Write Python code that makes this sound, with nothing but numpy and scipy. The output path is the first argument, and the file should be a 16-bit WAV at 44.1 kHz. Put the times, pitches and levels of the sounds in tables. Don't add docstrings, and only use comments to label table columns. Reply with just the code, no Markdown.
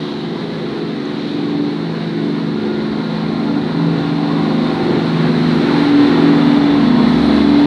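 import sys
import numpy as np
from scipy import signal
from scipy.fft import rfft, irfft, next_fast_len
from scipy.io import wavfile
from scipy.ndimage import uniform_filter1d, minimum_filter1d, map_coordinates

SR = 44100
rng = np.random.default_rng(int(sys.argv[2]) if len(sys.argv) > 2 else 0)


def persist_wave(psi):
    counts = np.round(np.clip(psi, -1, 1) * 32767).astype(np.int16)
    wavfile.write(sys.argv[1], SR, np.atleast_2d(counts).T)


N = 337806
TIME = np.arange(N) / SR

# (time [s], speed [turns/s])
SHAFT_SPEED = [(0, 24.17), (1.2, 24.25), (2.3, 24.19), (3.3, 24.12), (4.6, 24.11), (5.7, 24.06),
               (6.6, 23.94), (7.1, 23.96), (7.66, 24.02)]
# (frequency [Hz], relative level [dB])
RUMBLE_SPECTRUM = [(20, -59.5), (40, -35), (65, -24.5), (100, -26), (140, 1), (230, 0.5), (340, 3.5),
                   (430, 3.5), (510, -9), (590, -27), (1000, -55.5), (4000, -120)]


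def amp(db):
    return 10 ** (np.asarray(db) / 20)


def unit(x):
    return x / np.sqrt(np.mean(x ** 2) + 1e-20)


def along(points, hz):
    f, v = np.transpose(points)
    return np.interp(np.log(hz + 1), np.log(f + 1), v)


def curves(rows):
    times, *columns = np.transpose(rows)
    return [np.interp(TIME, times, column) for column in columns]


def wobble(rate):
    coarse = np.linspace(0, N, 16384)
    knots = rng.standard_normal(8192)
    smooth = map_coordinates(knots, [coarse * rate / SR], mode="wrap")
    return np.interp(np.arange(N), coarse, smooth)


def filtered(x, response):
    padded = next_fast_len(N + SR // 4)
    spectrum = rfft(x, padded) * response(np.fft.rfftfreq(padded, 1 / SR))
    return irfft(spectrum, padded)[:N]


def noise(spectrum, patchy_db):
    cells = signal.stft(rng.standard_normal(N), nperseg=2048)[2]
    field = uniform_filter1d(rng.standard_normal(cells.shape), size=3, axis=0)
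    field = uniform_filter1d(field, size=10, axis=1)
    patchy = signal.istft(cells * amp(patchy_db * unit(field)))[1][:N]
    return unit(filtered(patchy, lambda hz: amp(along(spectrum, hz))))


def angle(turns_per_s):
    return 2 * np.pi * np.cumsum(turns_per_s) / SR


def tone(phase, echo, rate):
    phase = phase + rng.uniform(0, 2 * np.pi)
    in_phase = (1 + echo * wobble(rate)) * np.cos(phase)
    quadrature = echo * wobble(rate) * np.sin(phase)
    return (in_phase + quadrature) / np.sqrt(.5 + echo ** 2)


def chord(crank, orders, echo, rate):
    return sum(amp(db) * tone(order * crank, echo, rate) for order, db in orders)


def gliding(rows, echo, rate):
    hz, db = curves(rows)
    return amp(db) * tone(angle(hz), echo, rate)


def nearness(at_s, width_s):
    return 1 / (1 + ((TIME - at_s) / width_s) ** 2)


def passing(far_db, times, near_db, width_s):
    near_power = sum(amp(db) ** 2 * nearness(s, width_s) for s, db in zip(times, near_db))
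    return np.sqrt(amp(far_db) ** 2 + near_power)


def swells():
    # (time [s], half-length [s],
    # lower fan tone [dB], upper fan tone [dB], engine casing [dB])
    swell_rows = [(.5, 0.12, -1, -3, 2.5), (.72, 0.075, -12, 1, 0), (1.2, 0.19, -1.5, 0.5, -0.5),
                  (1.95, .15, 3.5, -0.5, -1), (2.7, 0.082, -6, -10, 0.5), (3.2, .2, 0, -1.5, -2.5),
                  (3.9, 0.23, 2, 0, -0.5), (4.6, 0.17, 0, 1, -2), (4.943, 0.11, -3.5, -3.5, 4),
                  (5.35, .25, 3, 2, -0.5), (5.62, 0.12, 1.5, -1, 2), (5.87, 0.045, -4, -12, -1),
                  (6.06, .05, -11, 1, -0.5), (6.718, .09, -0.5, -14, 0), (6.938, .17, -0.5, 5.5, -1)]
    return sum(np.outer(db, np.exp(-((TIME - s) / half_s) ** 2)) for s, half_s, *db in swell_rows)


def ticks():
    # (time [s], level [dB], frequency [Hz])
    tick_rows = [(1.003, -41, 5960), (1.056, -37, 6300)]
    total = 0
    for s, db, hz in tick_rows:
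        since = TIME - s
        total = total + amp(db) * np.exp(-(since / .0006) ** 2) * np.sin(2 * np.pi * hz * since)
    return total


def air():
    # (time [s], level [dB])
    air_level = [(0, -36.5), (.35, -43), (1.0, -47), (1.27, -37.5), (1.7, -53), (3, -84)]
    # (frequency [Hz], relative level [dB])
    air_spectrum = [(1200, -61.5), (2500, -11.5), (3100, 3.5), (3800, 7.5), (4700, -7), (5600, -14.5),
                    (7200, -24), (8400, -33.5), (9400, -28), (10500, -28), (11500, -43.5), (16000, -75.5)]
    return amp(curves(air_level)[0]) * noise(air_spectrum, patchy_db=1.0)


def sizzle():
    # (time [s], frequency [Hz], level [dB])
    sizzle_glide = [(0, 14200, -100), (5.6, 14100, -80), (6.4, 13840, -79), (6.8, 13820, -76),
                    (7.2, 13750, -70), (7.66, 13700, -86)]
    return gliding(sizzle_glide, echo=5, rate=700)


def whistle():
    # (time [s], frequency [Hz], level [dB])
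    whistle_glide = [(0, 8750, -86), (3, 8760, -72), (6.8, 8660, -72), (7.25, 8830, -58), (7.5, 9100, -61),
                     (7.66, 8900, -70)]
    return gliding(whistle_glide, echo=5, rate=480)


def turbocharger():
    # (time [s], frequency [Hz], level [dB])
    turbo_glide = [(0, 3700, -64), (3.2, 3530, -56), (4.6, 3627, -45), (5.6, 3546, -49.5), (6.4, 3550, -38),
                   (7.1, 3400, -43), (7.66, 3420, -40)]
    return gliding(turbo_glide, echo=2.1, rate=100)


def transmission():
    # (time [s], frequency [Hz], level [dB])
    whine_glide = [(0, 1490, -66), (2.2, 1440, -51), (2.7, 1424, -41), (3.2, 1403, -42.5), (3.6, 1402, -40),
                   (4.4, 1420, -39.5), (5.1, 1400, -41), (6, 1372, -37.5), (6.9, 1307, -40),
                   (7.66, 1297, -47.5)]
    return gliding(whine_glide, echo=1.4, rate=80)


def rolling(throb):
    # (time [s], deep rumble [dB], roar [dB], rush [dB], hiss [dB], fizz [dB])
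    pass_rows = [(3.451, -43, -35, -50.5, -44.5, -69), (4.55, -41.5, -31, -40, -39.5, -60.5),
                 (5.65, -45, -30.5, -32, -34, -54), (6.27, -51, -27, -30, -34.5, -55.5),
                 (7.5, -38, -25.5, -31.5, -31.5, -53.5)]
    # (frequency [Hz], relative level [dB])
    deep_spectrum = [(20, -37), (38, -23.5), (60, -2.5), (80, 3), (98, -10), (130, -25), (250, -58),
                     (900, -120)]
    roar_spectrum = [(300, -23.5), (500, 5), (590, -2.5), (760, 2), (1060, 0.5), (1170, -6.5),
                     (1450, -23.5), (2000, -22.5), (3500, -60), (9000, -120)]
    rush_spectrum = [(700, -31.5), (1200, 3), (1550, 2), (2050, 0.95), (2500, -4), (3100, -5.5),
                     (4000, -18), (6000, -47.5), (12000, -120)]
    hiss_spectrum = [(2200, -22.5), (3200, -6), (3560, 1.5), (3730, 1.5), (3980, 4.5), (4350, 0),
                     (4750, -9.5), (5500, -19.5), (6500, -27), (9000, -57.5), (16000, -120)]
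    fizz_spectrum = [(3500, -16.5), (5500, 8.5), (6500, 0), (7600, -1.5), (8700, -1), (9650, -4),
                     (10050, -7), (10700, -9.5), (11500, -12), (14000, -15.5), (15000, -26)]
    far_deep_db, far_roar_db, far_rush_db, far_hiss_db, far_fizz_db = -58.5, -37, -38.5, -38.5, -61
    roar_width_s, hiss_width_s, fizz_width_s = 0.58, 0.48, 0.45

    times, deep_db, roar_db, rush_db, hiss_db, fizz_db = np.transpose(pass_rows)
    uneven_db = .5 * wobble(13)

    deep = passing(far_deep_db, times, deep_db, hiss_width_s) * noise(deep_spectrum, patchy_db=1.0)
    deep *= amp(-4.5 + 1.2 * wobble(2.9))

    roar = passing(far_roar_db, times, roar_db, roar_width_s) * noise(roar_spectrum, patchy_db=2.0)
    roar *= amp(0.42 * wobble(12)) * (1 + 0.099 * throb)

    rush = passing(far_rush_db, times, rush_db, hiss_width_s) * noise(rush_spectrum, patchy_db=1.14)
    rush *= amp(1.27) * (1 + 0.027 * throb)

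    hiss = passing(far_hiss_db, times, hiss_db, hiss_width_s) * noise(hiss_spectrum, patchy_db=0.6)
    hiss *= amp(-0.78 + 0.24 * wobble(11))

    fizz = passing(far_fizz_db, times, fizz_db, fizz_width_s) * noise(fizz_spectrum, patchy_db=0.5)
    fizz *= amp(1.94 + .3 * wobble(14))
    return deep + amp(uneven_db) * (roar + rush + hiss + fizz)


def fans(swell_db):
    # (time [s], speed [turns/s])
    fan_speed = [(0, 27.5), (1.5, 27.45), (3.2, 27.42), (4.2, 27.25), (5.3, 27.13), (6.2, 27.22),
                 (7.66, 27.3)]
    # (multiple of fan speed, time when loudest [s], width of the swell [s],
    # level there before echo swells [dB], fall-off per tenfold distance [dB])
    strong_tones = [(6, 5.03, 2.35, -21.5, 25.5), (9, 7.28, 2.52, -17, 35.5)]
    # (multiple of fan speed, level relative to the sixth before echo swells [dB])
    weak_tones = [(3, -33.5), (4, -21.5), (5, -18), (10, -13.5), (12, -25)]

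    rotor = angle(curves(fan_speed)[0])
    lower, upper = [order * rotor for order, *_ in strong_tones]
    pass_db = np.array([db + fall_db / 2 * np.log10(nearness(s, width_s))
                        for _, s, width_s, db, fall_db in strong_tones])
    lower_db, upper_db = pass_db + swell_db

    strong = amp(lower_db) * tone(lower, echo=0.29, rate=8) + amp(upper_db) * tone(upper, echo=.29, rate=8)
    weak = sum(amp(db) * tone(order * rotor, echo=1.0, rate=5) for order, db in weak_tones)
    return strong + amp(pass_db[0]) * weak


def clatter(crank):
    return np.cos(3 * crank) + .6 * np.cos(crank) + .7 * np.cos(5 * crank) + .6 * np.cos(6 * crank)


def uneven_firing(crank, count=64):
    orders = np.arange(count + 1) / 2
    order_hz = orders * np.mean(curves(SHAFT_SPEED)[0])
    sizes = amp(along(RUMBLE_SPECTRUM, order_hz)) * (orders > 0)
    cycle = irfft(sizes * np.exp(2j * np.pi * rng.random(count + 1)), 4096)
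    cycle_angle = np.linspace(0, 2 * np.pi, len(cycle), endpoint=False)
    return unit(np.interp(crank / 2, cycle_angle, cycle, period=2 * np.pi))


def engines(crank, throb, swell_db):
    # (multiple of shaft speed, relative level [dB])
    casing_orders = [(2.5, -31.5), (3.5, -31), (4.5, -22.5), (5, -17), (6, -8), (7.5, -12.5), (8, -14),
                     (9.5, -12.5), (11, -8), (12.5, -14.5), (14, -3.5), (15, -2.5), (16, -18.5), (17, -6),
                     (18, -17), (20, -14), (21, -21.5), (23, -21.5)]
    # (multiple of shaft speed, relative level [dB])
    side_orders = [(26, -1), (27, -6.5), (28, -3), (29, -4), (32, 0.5), (36, -5.5), (45, -3.5)]
    # (time [s], level [dB])
    side_level = [(0, -46), (2.3, -50), (3.9, -39.5), (4.8, -37), (5.8, -44), (6.8, -36.5), (7.66, -39)]
    far_db, near_db, engine_at_s, engine_width_s = -28, -23, 6.36, 1.49
    tones_db, tones_rise_db = -1.1, 1
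    beat_db, next_engine_db, rumble_db = -12, -12, -3.5

    casing = passing(far_db, [engine_at_s], [near_db], engine_width_s) * amp(swell_db + 0.93 * wobble(9))
    growl = amp(tones_db + tones_rise_db * nearness(engine_at_s, engine_width_s))
    tones = growl * chord(crank, casing_orders, echo=0.48, rate=6)
    sharp = 1.005
    beat = amp(beat_db) * uneven_firing(crank) + amp(next_engine_db) * uneven_firing(crank * sharp)
    rumble = amp(rumble_db) * noise(RUMBLE_SPECTRUM, patchy_db=1) * (1 + .25 * throb)
    side = amp(curves(side_level)[0]) * chord(crank, side_orders, echo=.8, rate=9)
    return casing * (tones + beat + rumble) + side


def exhaust(crank):
    # (time [s], level before trim [dB])
    drone_level = [(0.0, -28), (1.33, -28), (2.85, -22), (3.46, -23), (3.94, -25), (4.1, -27),
                   (4.29, -22.5), (4.59, -19.5), (4.7, -25.5), (5.57, -20.5), (5.9, -35.5), (6.32, -21),
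                   (6.74, -25), (6.86, -17), (7.54, -16.5), (7.66, -29)]
    # (time [s], level before trim [dB])
    boom_level = [(0.0, -27), (0.36, -34), (1.61, -20), (2.01, -34.3), (2.24, -21.5), (2.79, -28),
                  (3.0, -24.5), (3.06, -34), (3.58, -17.5), (3.7, -35), (3.78, -19.5), (5.36, -26),
                  (6.02, -9.5), (6.17, -18), (6.27, -12), (6.77, -10.5), (6.95, -21.5), (7.66, -10)]
    far_db, near_db, outlet_at_s, outlet_width_s = -62, -35, 7.3, 0.29

    firing = 3 * crank
    thud_gain = passing(far_db, [outlet_at_s], [near_db], outlet_width_s)
    thud = thud_gain * tone(firing, echo=0.27, rate=5.5)
    drone = amp(curves(drone_level)[0] - 0.4) * tone(3 * firing, echo=0.16, rate=8.8)
    boom = amp(curves(boom_level)[0] + 0.18) * tone(4 * firing, echo=0.15, rate=8)
    return thud + drone + boom


def scene():
    crank = angle(curves(SHAFT_SPEED)[0])
    throb = clatter(crank)
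    *fan_db, casing_db = swells()
    background = ticks() + air() + sizzle() + whistle()
    machinery = turbocharger() + transmission() + rolling(throb) + fans(fan_db)
    power = engines(crank, throb, casing_db) + exhaust(crank)
    return (background + machinery + power)[None]


def record(dry):
    low_cut_hz, top_hz = 46, 15650
    needed = np.minimum(1, .9 / (np.abs(dry) + 1e-9))
    gain = uniform_filter1d(minimum_filter1d(needed, size=600), size=600)
    ends = signal.windows.tukey(N, .001)

    def passband(hz):
        return (hz < top_hz) * hz ** 3 / np.hypot(hz ** 3, low_cut_hz ** 3)

    return filtered((dry * gain)[0] * ends, passband)[None]


dry = scene()
out = record(dry)
persist_wave(out)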